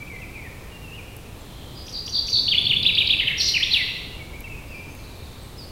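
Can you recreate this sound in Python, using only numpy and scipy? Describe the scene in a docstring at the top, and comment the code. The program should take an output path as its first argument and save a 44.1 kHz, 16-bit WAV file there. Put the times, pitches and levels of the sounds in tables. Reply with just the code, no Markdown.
"""A garden, on one microphone close to a small songbird's perch. The bird sings one loud phrase:
swelling trills, quick repeated syllables of a few short arched notes each, and a flourish.
Other birds whistle and trill further off. Each voice is one gliding tone from the syrinx that the trees
scatter into a long tail. Faint ticks sound close by, over a low distant rumble and a soft hiss."""
import sys
import numpy as np
from scipy import signal
from scipy.fft import rfft, irfft
from scipy.io import wavfile

SR = 44100
rng = np.random.default_rng(int(sys.argv[2]) if len(sys.argv) > 2 else 0)


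def file_out(sig):
    """Save sig as 16-bit WAV at sys.argv[1]."""
    # one column per channel
    cols = np.atleast_2d(sig).T
    # limit, then scale
    lim = np.clip(cols, -1, 1)
    pcm = np.round(lim * 32767).astype(np.int16)
    wavfile.write(sys.argv[1], SR, pcm)


N = 251811


def undb(db):
    """Decibels to gain."""
    return 10 ** (np.asarray(db) / 20)


def noise(points):
    """Noise of rms 1, its spectrum shaped by points of (frequency [Hz], level [dB])."""
    hz, db = np.transpose(points)
    bins = np.maximum(np.arange(N // 2 + 1) * SR / N, 1)
    shape = undb(np.interp(np.log(bins), np.log(hz), db))
    shaped = irfft(rfft(rng.standard_normal(N)) * shape, N)
    return shaped / np.sqrt(np.mean(shaped ** 2))


def walk(count, per_s):
    """Smooth random wander of spread near 1."""
    knots = rng.standard_normal(4096)
    return np.interp(np.arange(count) * per_s / SR, np.arange(len(knots)), knots)


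def add(track, start, sound):
    """Mix a sound into the track at a time in seconds."""
    i = max(int(start * SR), 0)
    track[i:i + len(sound)] += sound[:N - i]


def swelling(peak_s, width_s):
    """Gain of a distant sound that grows and recedes; it is halved one width from its peak."""
    return 1 / (1 + ((np.arange(N) / SR - peak_s) / width_s) ** 2)


# Spectrum of the open air round the microphone: (frequency [Hz], relative level [dB])
AIR_SPECTRUM = [(20, -4.5), (40, -1.5), (75, 0.5), (120, -2.5), (180, -9), (300, -11.5), (480, -13.5),
                (700, -18.5), (1050, -20), (1500, -26), (3000, -26), (6000, -33), (11000, -34),
                (15800, -36.5)]

def background(air_db=-39, body_db=-37, depth_db=-44.5):
    """Steady outdoor air, and a distant rumble that swells once and then sinks deeper."""
    air = undb(air_db) * noise(AIR_SPECTRUM)
    body = noise([(30, -18), (80, .5), (130, -2), (260, -11.5), (500, -20), (1500, -73), (8000, -80)])
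    body *= undb(body_db) * swelling(peak_s=2.89, width_s=.46)
    depth = noise([(18, -7.5), (32, 7), (60, 5), (100, -7), (300, -18), (8000, -90)])
    depth *= undb(depth_db) * swelling(peak_s=4.4, width_s=1.4)
    return air + body + depth


def syrinx(hz, gain, rasp, overtone_db=-45, throat_hz=11400, throat_width_hz=1000, throat_db=13):
    """A nearly pure tone whose pitch shivers; a high throat resonance lifts its weak overtones."""
    shiver = .005 * walk(len(hz), 407) + rasp * walk(len(hz), 2500)
    phase = 2 * np.pi * np.cumsum(hz * (1 + shiver)) / SR
    tone = np.sin(phase)
    for k in range(2, 5):
        throat = 1 + undb(throat_db) / (1 + ((k * hz - throat_hz) / throat_width_hz) ** 2)
        tone += undb(overtone_db) * throat * (k * hz < SR / 2) * np.sin(k * phase) * 2 / k
    soft_edges = signal.windows.tukey(len(hz), min(.0021 * SR / len(hz), 1))
    return np.sqrt(2) * gain * soft_edges * tone


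def whistle(length, first_hz, last_hz, rasp, settle_s=.0597, flutter_db=3):
    """One note that glides fast, then settles; it flutters on its way through the leaves."""
    glide = 1 - np.exp(-np.arange(int(length * SR)) / SR / settle_s)
    hz = first_hz + (last_hz - first_hz) * glide / glide[-1]
    flutter = undb(flutter_db * walk(len(hz), 103.5))
    return syrinx(hz, signal.windows.tukey(len(hz), .4) * flutter, rasp)


# Whistles far off in the trees: (time [s], length [s], first pitch [Hz], last pitch [Hz], level [dB])
FAR_WHISTLES = [(0, 0.038, 2292, 2350, -37.5), (0.064, 0.022, 2270, 2730, -44),
                (0.076, 0.14, 2464, 1984, -43.5), (0.212, 0.037, 2780, 2360, -42.5),
                (0.331, 0.089, 2766, 2118, -42.5), (0.434, 0.05, 2200, 1750, -44),
                (0.709, .075, 2860, 2760, -49), (0.824, 0.12, 2848, 2587, -47.5),
                (0.909, 0.065, 2600, 2953, -44), (.975, 0.035, 2707, 2240, -42),
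                (4.099, 0.061, 2846, 2790, -46), (4.189, 0.044, 2420, 2150, -39),
                (4.331, 0.044, 2134, 2433, -43.5), (4.436, .04, 2716, 2640, -42),
                (4.462, 0.022, 2530, 2120, -42.5), (4.491, 0.076, 2725, 2510, -43.5),
                (4.699, 0.054, 2780, 2480, -44), (4.731, 0.1, 2393, 2347, -44)]

def far_whistles():
    """A distant bird's short, fluting glides."""
    track = np.zeros(N)
    for start, length, first_hz, last_hz, db in FAR_WHISTLES:
        add(track, start, undb(db) * whistle(length, first_hz, last_hz, rasp=.028))
    return track


def trees(sound, t60, build_s, hold_s, treble_db, patchy_db):
    """Echoes from leaves and trunks: they build up, hold while the nearby trees answer, then die away."""
    t = np.arange(int(1.5 * SR)) / SR
    envelope = (1 - np.exp(-t / build_s)) * undb(-60 * np.maximum(t - hold_s, 0) / t60)
    echoes = rng.standard_normal(len(t)) * envelope * undb(patchy_db * walk(len(t), 299))
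    echoes /= np.sqrt(np.sum(echoes ** 2))
    # leaves scatter short waves differently from long ones
    colour = undb(np.interp(np.fft.rfftfreq(len(t), 1 / SR), [3500, 6000], [0, treble_db]))
    return signal.fftconvolve(sound, irfft(rfft(echoes) * colour))[:N]


# Faint ticks close to the microphone: (time [s], relative level [dB])
NEAR_TICKS = [(1.166, -30), (4.406, -27.5), (4.95, -32)]

def ticks(decay_s=.0019):
    """Tiny dry bursts of bright noise that die at once."""
    track = np.zeros(N)
    t = np.arange(SR // 50) / SR
    for start, db in NEAR_TICKS:
        bright = noise([(2000, -20), (7000, -6), (12000, 3), (16000, -2)])[:len(t)]
        add(track, start, undb(db) / 2 * np.exp(-t / decay_s) * bright)
    return track


def trill(length, top_hz, dip_hz, dips_per_s, swell, rasp, dip_width=.19, dip_db=-5):
    """A held note whose pitch dips once a cycle; the dips are deepest in mid-note."""
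    progress = np.linspace(0, 1, int(length * SR))
    cycles_from_dip = (progress * length * dips_per_s - .92 + .5) % 1 - .5
    dip = np.exp(-(cycles_from_dip / dip_width) ** 2)
    effort = np.interp(progress, [0, .45, .82, 1], [.3, 1, .98, .385])
    loudness = np.minimum(progress / swell, 1) * np.interp(progress, [.9, 1], [1, .5])
    return syrinx(top_hz - dip_hz * dip * effort, loudness * undb(dip_db * dip), rasp)


# Trills far from the microphone: (time [s], length [s], top pitch [Hz], dip [Hz], dip rate [1/s],
# relative level [dB], swell [share of length])
FAR_TRILLS = [(1.25, .58, 4270, 1180, 38, -54.5, .55), (4.658, .14, 5100, 495, 30, -61.5, .18),
              (4.962, .46, 4540, 950, 25, -56.5, .11)]

def far_trills():
    """Distant trills, loudest at the bottom of each dip in pitch."""
    track = np.zeros(N)
    for start, length, top_hz, dip_hz, dips_per_s, db, swell in FAR_TRILLS:
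        call = trill(length, top_hz, dip_hz, dips_per_s, swell, rasp=.052, dip_width=.26, dip_db=7.5)
        add(track, start, undb(db) * call)
    return track


# A smaller bird, also far off: (time [s], length [s], first pitch [Hz], last pitch [Hz], level [dB])
FAR_SEEPS = [(1.398, 0.024, 7550, 7300, -57), (4.873, 0.16, 6300, 6400, -59.5),
             (5.407, .067, 7850, 8500, -58.5), (5.57, 0.086, 5410, 4370, -44)]

def far_seeps():
    """Thin, high whistles, each one glide."""
    track = np.zeros(N)
    for start, length, first_hz, last_hz, db in FAR_SEEPS:
        add(track, start, undb(db) * whistle(length, first_hz, last_hz, rasp=.024))
    return track


# Trills from the near perch: (time [s], length [s], dip [Hz], level [dB], swell [share of length])
OPENING_TRILLS = [(1.735, .1, 650, -43, .55), (1.918, .086, 1050, -29.5, .42),
                  (2.1185, .087, 1250, -21.5, .36), (2.3245, .083, 1100, -17.5, .08)]

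def opening_trills(first_top_hz=4944, fall_hz=133, dips_per_s=60.5):
    """The near bird opens with fast trills, each lower and louder than the last."""
    track = np.zeros(N)
    for k, (start, length, dip_hz, db, swell) in enumerate(OPENING_TRILLS):
        top_hz = first_top_hz - k * fall_hz
        add(track, start, undb(db) * trill(length, top_hz, dip_hz, dips_per_s, swell, rasp=.019))
    return track


def arched_note(length, first_hz, middle_hz, last_hz, rasp, best_hz=3314, quaver_db=2):
    """One glide that swells and fades unevenly; it weakens as it leaves the voice's best pitch."""
    progress = np.linspace(0, 1, int(length * SR))
    hz = np.polyval(np.polyfit([0, .5, 1], [first_hz, middle_hz, last_hz], 2), progress)
    octaves = np.log2(hz / best_hz)
    range_db = np.where(octaves < 0, -16, -12.5) * octaves ** 2
    quaver = undb(quaver_db * walk(len(hz), 324))
    envelope = np.interp(progress, [0, .53, 1], undb([-13, 0, -11.5]))
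    overtone_db = -49 + 161 * rasp  # harsher notes carry more overtones
    return syrinx(hz, envelope * undb(range_db) * quaver, rasp, overtone_db)


# The notes of each of the near bird's syllables: (time into syllable [s], length [s], first pitch [Hz],
# middle pitch [Hz], last pitch [Hz], relative level [dB])
CHIP = [(0, 0.0141, 5480, 5670, 6050, -2.5), (0.014, 0.0106, 2335, 3270, 4800, -6.5),
        (0.026, .013, 5040, 5610, 5800, -1.5)]
SWOOP = [(0, 0.0134, 3900, 4190, 4500, -7), (.015, .018, 2510, 3540, 3600, -5.5),
         (.042, .037, 3778, 3150, 1945, -2.5), (.079, .016, 2300, 3000, 2200, -4),
         (.112, 0.0172, 2804, 3480, 3330, -1.5)]
ARCH = [(0, 0.01147, 5370, 3960, 3550, -5.5), (.021, .032, 2055, 3410, 4070, -2.5),
        (.05, .03, 4153, 2800, 2300, -4)]
CHEW = [(0, .021, 2890, 2940, 1530, 1.5), (.024, 0.0253, 1760, 2178, 1480, -2)]
HOLD = [(0, 0.0092, 3400, 5200, 6640, -5), (0.008, 0.053, 5650, 5556, 5500, 6),
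        (.07, .06, 5700, 5625, 5580, 3.5)]  # sung by the second side of the syrinx
ZIP = [(0, .009, 3460, 4910, 6100, -9), (0.017, .027, 4880, 4317, 4090, 1.5)]
DROP = [(0, .019, 3000, 2900, 2100, -2), (.02, .025, 2850, 2500, 1800, 0)]
RISE = [(0, .025, 1750, 1950, 2450, -6), (.022, .022, 2400, 3200, 3850, -.5)]
FLOURISH = [(0, .024, 3950, 4200, 4800, -3.5), (.022, .025, 4600, 3550, 2750, 2),
            (.048, .028, 2750, 2650, 2050, -1.5), (.068, .07, 2350, 2050, 1920, -5.5)]
# The phrase from the near perch: (time [s], level [dB], rasp [share of pitch], syllable)
SONG = [(1.864, -30.5, 0.091, CHIP), (2.062, -24.5, 0.076, CHIP), (2.268, -23, 0.094, CHIP),
        (2.464, -13, 0.012, SWOOP), (2.649, -12.5, .014, SWOOP), (2.828, -11.5, 0.016, ARCH),
        (2.949, -11, 0.016, ARCH), (3.071, -11.5, 0.018, ARCH), (3.191, -16, .015, CHEW),
        (3.271, -16, 0.044, CHEW), (3.369, -28, .018, HOLD), (3.379, -17.5, .095, ZIP),
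        (3.457, -16.5, 0.092, ZIP), (3.537, -13.5, .012, DROP), (3.599, -13.5, 0.015, RISE),
        (3.707, -14, 0.042, FLOURISH)]

def syllables():
    """The near bird strings arched notes into quick repeated syllables and a closing flourish."""
    track = np.zeros(N)
    for start, db, rasp, syllable in SONG:
        for after, length, first_hz, middle_hz, last_hz, note_db in syllable:
            note = arched_note(length, first_hz, middle_hz, last_hz, rasp)
            add(track, start + after, undb(db + note_db) * note)
    return track


def churr(start_s=3.405, length_s=.083, pitch_hz=4600, level_db=-26):
    """A harsh rattle that joins the near bird's two zips: one tone with a strong shiver in pitch."""
    track = np.zeros(N)
    hz = np.full(int(length_s * SR), pitch_hz)
    envelope = undb(level_db) * signal.windows.tukey(len(hz), .5)
    add(track, start_s, syrinx(hz, envelope, rasp=.16, overtone_db=-47))
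    return track


def scene():
    """The garden in one channel: the near bird mostly direct, the far ones largely by way of the trees."""
    voice = churr() + opening_trills() + syllables()  # all from one perch
    twigs = trees(voice, t60=.13, build_s=.0087, hold_s=.0045, treble_db=8, patchy_db=9.5)
    garden = trees(voice, t60=1, build_s=.0036, hold_s=.093, treble_db=3, patchy_db=0)
    near_bird = voice + undb(-7) * twigs + undb(-3) * garden
    whistles = far_whistles() + far_seeps()
    trills = far_trills()
    into_trees = undb(-1) * whistles + trills
    far_tail = trees(into_trees, t60=1.85, build_s=.006, hold_s=.039, treble_db=-.5, patchy_db=1)
    far_birds = whistles + undb(-3.5) * trills + far_tail
    return (near_bird + far_birds + ticks() + background())[None]


def record(dry, top_hz=15800):
    """The recorder cuts the highest treble steeply."""
    return signal.sosfilt(signal.ellip(10, .2, 80, top_hz, fs=SR, output="sos"), dry)


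dry = scene()
out = record(dry)
file_out(out)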